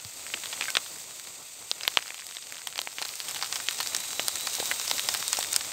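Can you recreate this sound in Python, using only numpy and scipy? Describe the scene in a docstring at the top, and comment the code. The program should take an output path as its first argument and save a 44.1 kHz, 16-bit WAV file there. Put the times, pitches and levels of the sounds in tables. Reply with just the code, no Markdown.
"""Outdoors at night, by a small twig fire: bursting sap pockets pop as damped sines with noise splinters and spit.
A hot pan, shaped noise, hisses louder as it is carried nearer; fat and embers spatter as short noise grains.
Low woody bodies of some pops, and a few dull thuds, are single damped sines; something small and hollow rings
in two modes. Flame and air rush as low noise. Far insects blur into fluttering bands of noise, and one thin
cricket whistles as two unsteady sine lines."""
import sys
import numpy as np
from scipy import signal
from scipy.fft import rfft, irfft, next_fast_len
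from scipy.io import wavfile
from scipy.ndimage import uniform_filter1d, map_coordinates

SR = 44100
rng = np.random.default_rng(int(sys.argv[2]) if len(sys.argv) > 2 else 0)


def dump_mix(stems):
    """Bounce the given channels to the path in sys.argv[1] as a 16-bit WAV at rate SR."""
    frames = np.atleast_2d(stems).T  # one column per channel
    limited = np.clip(frames, -1, 1)  # hard clip at full scale
    pcm = np.round(limited * 32767).astype(np.int16)
    wavfile.write(sys.argv[1], SR, pcm)


N = 252252  # samples

# clear pops of sap: t/s, snap level/dB, f/Hz, spit level relative to the snap/dB, splinter decay/ms (held to 0.2-8)
CLEAR_POPS = [(0.0489, -25.5, 5040, 3, 0.33), (0.2661, -25.5, 2290, 7, 0.48),
              (0.3389, -17.5, 2880, -19, 0.84), (0.3422, -15, 2920, -26, 0.55),
              (0.4581, -22, 3580, -14, 1.5), (0.5285, -19, 3400, -22, 9.4), (0.6103, -14.5, 2460, -25, 1.2),
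              (0.6224, -17, 2480, -22, 2.6), (0.6825, -21, 1550, -13, 5.8), (0.7031, -22.5, 2650, 8.5, 1.7),
              (0.7528, -9.5, 3400, -18, 2), (0.7694, -1, 3660, -10, 0.8), (1.1976, -26.5, 4000, 9, 0.22),
              (1.7144, -6, 3890, -7, 0.68), (1.8099, -22.5, 2850, -12, 0.87), (1.8336, -19, 5000, -9, 2.5),
              (1.8519, -20.5, 2220, -12, 8.8), (1.8785, -5, 3500, 5.5, 0.14), (1.9722, -3, 2930, -28, 0.72),
              (2.0593, -32, 1500, -1, 0.9), (2.1055, -21, 2170, -12, 0.58), (2.1444, -25.5, 3070, 6, 1.7),
              (2.1945, -30, 2340, -12, 1.5), (2.2673, -27.5, 4570, 10, 0.73), (2.3688, -21, 3620, -10, 1.1),
              (2.5237, -23.5, 2220, 9.5, 0.63), (2.5559, -27, 4910, -1, 0.25),
              (2.672, -16.5, 3240, 6.5, 4.3), (2.7788, -19.5, 4570, 1, 1.6),
              (2.7906, -10.5, 3160, -35, 1.3), (2.8163, -17, 4100, 10, 0.42),
              (2.8734, -21.5, 2270, -15, 1.1), (2.9845, -16, 3260, -10.5, 0.2),
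              (3.0173, -22, 4740, 10, 0.72), (3.0242, -16.5, 4200, 2, 1.5), (3.0514, -16, 4120, 1, 10),
              (3.1553, -29, 5440, 14.5, 1.7), (3.2026, -16.5, 4630, 2.5, 0.74),
              (3.2876, -30, 3020, 16, 2.2), (3.2937, -22.5, 5200, 4, 8.2), (3.3108, -22.5, 5950, 8, 2.2),
              (3.3467, -22, 3670, 9.5, 0.79), (3.3609, -23, 3360, -4, 3.5), (3.415, -26, 3200, -10, 0.7),
              (3.4255, -12.5, 4660, -7, 3.8), (3.445, -20.5, 4470, -7, 0.47), (3.5575, -15.5, 5470, 1, 5.4),
              (3.6864, -10, 3080, -18, 1.5), (3.71, -20, 4100, 8, 0.81), (3.8028, -14.5, 4340, 3, 10),
              (3.8296, -20, 4590, 7, 0.98), (3.8729, -18, 4600, 8, 0.73), (3.9487, -11.5, 5000, 4, 0.55),
              (3.9649, -16, 5600, 8, 2.9), (4.0027, -29, 4350, 20, 0.68), (4.1955, -12.5, 2860, -16, 1.2),
              (4.2829, -8, 5000, 9.5, 1.2), (4.3562, -19.5, 4260, 8.5, 2.3), (4.4708, -12, 4550, 2, 3.3),
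              (4.5333, -27.5, 3040, 14.5, 4.2), (4.54, -28, 5860, 15, 1.4), (4.552, -26, 4080, 16.5, 1),
              (4.6007, -16, 3960, 3, 4.4), (4.714, -12, 2030, 2.5, 3), (4.798, -15, 5800, -1, 1.7),
              (4.8141, -21, 5120, 6, 0.93), (4.8789, -15.5, 5350, 1, 1.9), (4.8993, -15.5, 5150, 2, 4.3),
              (4.9132, -9, 3820, 3.5, 1.5), (4.9819, -14.5, 5060, -1, 0.41),
              (4.9953, -12.5, 3630, 7.5, 0.2), (5.0881, -7, 5020, 1, 1.3), (5.1401, -16.5, 5150, 7, 2.4),
              (5.1487, -13.5, 4270, 5.5, 0.17), (5.2803, -20, 4220, 14, 0.67),
              (5.3303, -10.5, 5030, 12, 0.44), (5.3705, -14.5, 5360, 0, 2.7), (5.39, -18, 5510, 9.5, 2.3),
              (5.409, -16.5, 3870, -3, 1.6), (5.5286, -20.5, 5780, 14, 4.1),
              (5.5418, -13.5, 4970, -4, 0.59), (5.5559, -20, 5060, -2, 1), (5.5624, -9.5, 5060, 12.5, 1.2)]
# low woody bodies of some pops, and other dull thuds: t/s, level/dB, f/Hz
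LOW_BODIES = [(0.05, -37, 103), (.349, -39, 334), (1.879, -19, 1020), (1.9724, -11, 1050),
              (2.873, -28.5, 850), (3.017, -26, 830), (3.803, -23.5, 990), (4.195, -23, 634),
              (4.585, -29, 790), (4.601, -23, 485), (4.627, -23, 786), (5.388, -19, 786)]
# taps on something small and hollow: t/s, level/dB
HOLLOW_TAPS = [(0.6829, -24), (0.751, -31)]
# modes of the hollow object: f/Hz, level/dB, 60 dB decay time/s
HOLLOW_MODES = [(1530, -5.5, 0.088), (2160, -2, 0.06)]
# upper, then lower line of the cricket: full from t/s, full until t/s, level/dB
CRICKET_LINES = [(4, 5.3, -44.5), (3.7, 5.55, -46.5)]
# course of the background: t/s, insect chorus level/dB, pan hiss level/dB, spatter level/dB
BACKGROUND_LEVELS = [(0, -43, -46.5, -59), (.62, -36.5, -40, -47), (.85, -40, -43, -48.5),
                     (1.2, -43, -46, -57), (1.7, -43, -48, -59), (1.9, -43, -42, -47.5),
                     (2.6, -42.5, -66, -49.5), (3.1, -43, -39.5, -46.5), (3.8, -37.5, -37.5, -43.5),
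                     (4.6, -36, -34, -44.5), (5.3, -37, -32, -44), (5.72, -37, -41, -42.5)]
# spectrum of the pan's hiss: f/Hz, density level/dB per Hz
HISS_SPECTRUM = [(400, -35), (800, -8), (2300, -4.5), (4500, 1), (8400, 1.5), (14200, 2.5), (16000, 0)]
# spectrum of the flame and air: f/Hz, density level/dB per Hz
RUSH_SPECTRUM = [(20, -40), (50, -9.5), (90, 2.5), (200, -2), (600, 3.5), (1500, -0.5), (2200, -69)]
# several kinds of insect, each in its own band: f/Hz, density level/dB per Hz
CHORUS_SPECTRUM = [(1300, -60), (1850, -5.5), (2650, -3.5), (3010, -8), (3660, -1.5), (4040, -4.5),
                   (4700, -1), (5410, -11), (6100, -1), (8250, 4.5), (9500, -5), (14200, -2), (16000, -15)]
# treble dip of the microphone: f/Hz, level/dB
MICROPHONE_RESPONSE = [(8600, -1), (9900, -12), (14000, -8)]

ECHO_S, ECHO_DB = .0038, -19.5  # delay, and level relative to the pop
# small pops: rate, spread in time around a clear pop
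SMALL_PER_S, GATHER_S = 50, 0.032
# level over the spatter at t = 0, its growth, its spread; usual splinter decay
SMALL_DB, GROW_DB_PER_S, SMALL_SPREAD_DB, SMALL_MS = 13, 1.03, 6, 0.77
# usual pitch and spit at t = 0; both climb as the pan comes nearer
SMALL_HZ, RISE_HZ_PER_S, SMALL_SPIT_DB, SPIT_DB_PER_S = 2386, 450, -4, 2.5
CRICKET_HZ, SAG_HZ_PER_S, STROKE_HZ = 4300, 80, 205
SWELL_DB_PER_S, FADE_DB_PER_S = 70, 110  # onset and end of the whistle
RUSH_DB, RUSH_FOLLOWS_HISS = -12.5, 0.15  # level over the background; share taken from the hiss
TOP_HZ = 15750


def amp(db):
    """Logarithmic level: decibels to amplitude ratio."""
    return 10 ** (np.asarray(db) / 20)


def unit(x):
    """Normalization to a root mean square of 1."""
    return x / np.sqrt(np.mean(x ** 2) + 1e-20)


def peaked(rows):
    """Normalization of each row to a peak of 1."""
    return rows / np.abs(rows).max(axis=1, keepdims=True)


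def curves(rows):
    """Linear interpolation: one value per sample for each column after the time."""
    s, *columns = np.transpose(rows)
    t = np.arange(N) / SR
    return [np.interp(t, s, column, left=column[0]) for column in columns]


def wobble(rate):
    """Spline interpolation of random knots, rate a second, into a smooth curve."""
    knots = rng.standard_normal(int(N * rate / SR) + 4)
    return map_coordinates(knots, [np.arange(N) * rate / SR])


def filtered(x, response):
    """Linear filtering: the spectrum of x times a response of frequency."""
    m = next_fast_len(N + 8192)
    spectrum = rfft(x, m) * response(np.fft.rfftfreq(m, 1 / SR))
    return irfft(spectrum, m)[..., :N]


def coloured(x, points):
    """Spectral shaping by (f/Hz, level/dB) points on a logarithmic frequency axis, rms 1."""
    f, db = np.transpose(points)

    def response(hz):
        return amp(np.interp(np.log(hz + 1), np.log(f + 1), db, left=-120, right=-120))

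    return unit(filtered(x, response))


def band(x, lo_hz, hi_hz):
    """Causal band-pass filtering along the last axis."""
    sos = signal.butter(2, [lo_hz, min(hi_hz, SR / 2.1)], "band", fs=SR, output="sos")
    return signal.sosfilt(sos, x)


def scatter(times, sounds):
    """Superposition: each row of sounds is added at its time."""
    at = np.round(times * SR).astype(int)[:, None] + np.arange(sounds.shape[1])
    return np.bincount(at.ravel(), sounds.ravel(), N + sounds.shape[1] + SR)[:N]


def pops():
    """Impulsive release: a sap pocket bursts in a damped snap, a spit of treble and decaying splinters."""
    rows = np.vstack([CLEAR_POPS, small_pops()])
    s, db, hz, spit_db, ms = (c[:, None] for c in rows.T)
    t = np.arange(SR // 30) / SR
    tone = np.sin(2 * np.pi * hz * t)
    snap = peaked(tone * np.exp(-t * hz / 0.84) * (1 - np.exp(-t * hz * 3)))
    # noise whose strength changes in lumps of half a millisecond
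    chance = rng.standard_normal((len(s), 2, len(t)))
    lump_db = 5 * chance[:, 1, ::24].repeat(24, axis=1)[:, :len(t)]
    lumps = chance[:, 0] * amp(lump_db)
    fade = np.exp(-t / (np.clip(ms, .2, 8) / 1000))
    tail = 0.098 * np.exp(-t / 0.0071)
    splinters = peaked(band(lumps * (fade + tail), 740, 5600))
    # the splinters also excite the pitch of their own pop
    ringing = peaked(tone * np.abs(uniform_filter1d(lumps, 30, axis=1)) * fade)
    spit = peaked(band(lumps * fade ** 1.75, 5100, 13500))
    wood = snap + amp(-2.5) * splinters + amp(-6.0) * ringing
    burst = amp(db) * (wood + amp(spit_db) * spit)
    # a weaker echo off the ground follows every pop
    second = amp(db + ECHO_DB) * (splinters + ringing)
    both = scatter(s[:, 0], burst) + scatter(s[:, 0] + ECHO_S, second)
    return band(both, 370, 25000)  # small sources radiate little bass


def small_pops():
    """Clustered random process: rows like CLEAR_POPS, near them in time, stronger, higher and brighter as t grows."""
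    count = int(SMALL_PER_S * N / SR)
    parent = rng.integers(len(CLEAR_POPS), size=count)
    chance = rng.standard_normal((count, 5))
    s = np.array(CLEAR_POPS)[parent, 0] + GATHER_S * chance[:, 4]
    s = np.clip(s, 0, (N - 1) / SR)
    hz = (SMALL_HZ + RISE_HZ_PER_S * s) * amp(2.33 * chance[:, 1])
    spit_db = SMALL_SPIT_DB + SPIT_DB_PER_S * s + 3.96 * chance[:, 2]
    spatter_db = curves(BACKGROUND_LEVELS)[2][(s * SR).astype(int)]
    db = spatter_db + SMALL_DB + GROW_DB_PER_S * s + SMALL_SPREAD_DB * chance[:, 0]
    db = db - np.maximum(spit_db, 0)  # the snap is lowered by any positive spit, so the pop's peak stays near the drawn level
    ms = SMALL_MS * amp(6.4 * chance[:, 3])
    return np.transpose([s, db, hz, spit_db, ms])


def low_bodies():
    """Heavily damped oscillation: a pop's woody body or a dull thud gives one low push that dies in a few cycles."""
    s, db, hz = (c[:, None] for c in np.transpose(LOW_BODIES))
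    t = np.arange(SR // 12) / SR
    push = np.sin(2 * np.pi * hz * t) * np.exp(-t * hz / 1.13) * (1 - np.exp(-t * hz * 4.6))
    return band(scatter(s[:, 0], amp(db) * peaked(push)), 107, 11000)


def taps():
    """Modal resonance: every tap rings the same two exponentially damped modes."""
    s, db = np.transpose(HOLLOW_TAPS)
    t = np.arange(SR // 12) / SR
    ring = sum(amp(level - 60 * t / t60) * np.sin(2 * np.pi * hz * t) for hz, level, t60 in HOLLOW_MODES)
    return scatter(s, amp(db)[:, None] * ring)


def cricket():
    """Amplitude-modulation sidebands: wing strokes split the sagging whistle into two unsteady lines."""
    t = np.arange(N) / SR
    whistle_hz = CRICKET_HZ - SAG_HZ_PER_S * t + 10 * wobble(60)
    phase = 2 * np.pi * np.cumsum(whistle_hz) / SR
    song = 0
    for k, (start, end, db) in enumerate(CRICKET_LINES):
        onset_db = SWELL_DB_PER_S * np.maximum(start - t, 0)
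        ending_db = FADE_DB_PER_S * np.maximum(t - end, 0)
        level_db = db - onset_db - ending_db + 2.5 * wobble(25)
        song = song + amp(level_db) * np.sin(phase - 2 * np.pi * k * STROKE_HZ * t)
    return song


def pan_hiss():
    """Broadband noise: the hot pan's sizzle, rapidly fluctuating, rms 1."""
    return coloured(rng.standard_normal(N) * amp(2 * wobble(150)), HISS_SPECTRUM)


def crackle(rate, spread_db, longest_ms, low_hz, high_hz):
    """Shot noise: tiny random bursts in clumps, a few much larger than the rest; rms 1."""
    draw = rng.random((int(rate * N / SR), 3))
    size = amp(-spread_db * np.log(1 - .9 * draw[:, 1:2]))
    life_s = longest_ms / 1000 * amp(-15 * draw[:, 2:])
    t = np.arange(150) / SR
    grain = rng.standard_normal((len(draw), len(t))) * np.exp(-t / life_s)
    clumps = amp(3 * wobble(30))
    return unit(band(scatter(draw[:, 0] * N / SR, size * grain) * clumps, low_hz, high_hz))


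def spatter():
    """Superposed shot noise: fat and embers give coarse grains and shorter, brighter ones."""
    coarse = crackle(rate=230, spread_db=12.5, longest_ms=1.0, low_hz=880, high_hz=7000)
    fine = crackle(rate=260, spread_db=6, longest_ms=.35, low_hz=3500, high_hz=18000)
    return coarse + amp(3) * fine


def flame_rush():
    """Turbulence noise: flame and air rush low and unsteadily, rms 1."""
    return coloured(rng.standard_normal(N) * amp(2.4 * wobble(25)), RUSH_SPECTRUM)


def insect_chorus():
    """Incoherent summation: far insects blur into fluttering bands of noise, rms 1."""
    return coloured(rng.standard_normal(N) * amp(1.23 * wobble(150)), CHORUS_SPECTRUM)


def night():
    """Level superposition: hiss, spatter, rush and chorus follow their courses; hiss and rush swell together."""
    chorus_db, hiss_db, spatter_db = curves(BACKGROUND_LEVELS)
    rush_db = RUSH_DB + chorus_db + RUSH_FOLLOWS_HISS * (hiss_db - chorus_db)
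    swell = wobble(9)
    pan = amp(hiss_db + .5 * swell) * pan_hiss() + amp(spatter_db) * spatter()
    air = amp(rush_db + 0.45 * swell) * flame_rush()
    return pan + air + amp(chorus_db) * insect_chorus()


def scene():
    """Linear superposition of all sources at one microphone."""
    return (pops() + low_bodies() + taps() + cricket() + night())[None]


def record(dry):
    """Transducer response and saturation: treble dips, loud peaks are squeezed, deep bass and top are cut."""
    dip_hz, dip_db = np.transpose(MICROPHONE_RESPONSE)
    heard = filtered(dry, lambda hz: amp(np.interp(hz, dip_hz, dip_db)))
    squeezed = heard / (1 + np.abs(heard) ** 4) ** .25  # stays under full scale
    bass_cut = signal.butter(2, 45, "high", fs=SR, output="sos")
    return filtered(signal.sosfilt(bass_cut, squeezed), lambda hz: hz < TOP_HZ)


dry = scene()
out = record(dry)
dump_mix(out)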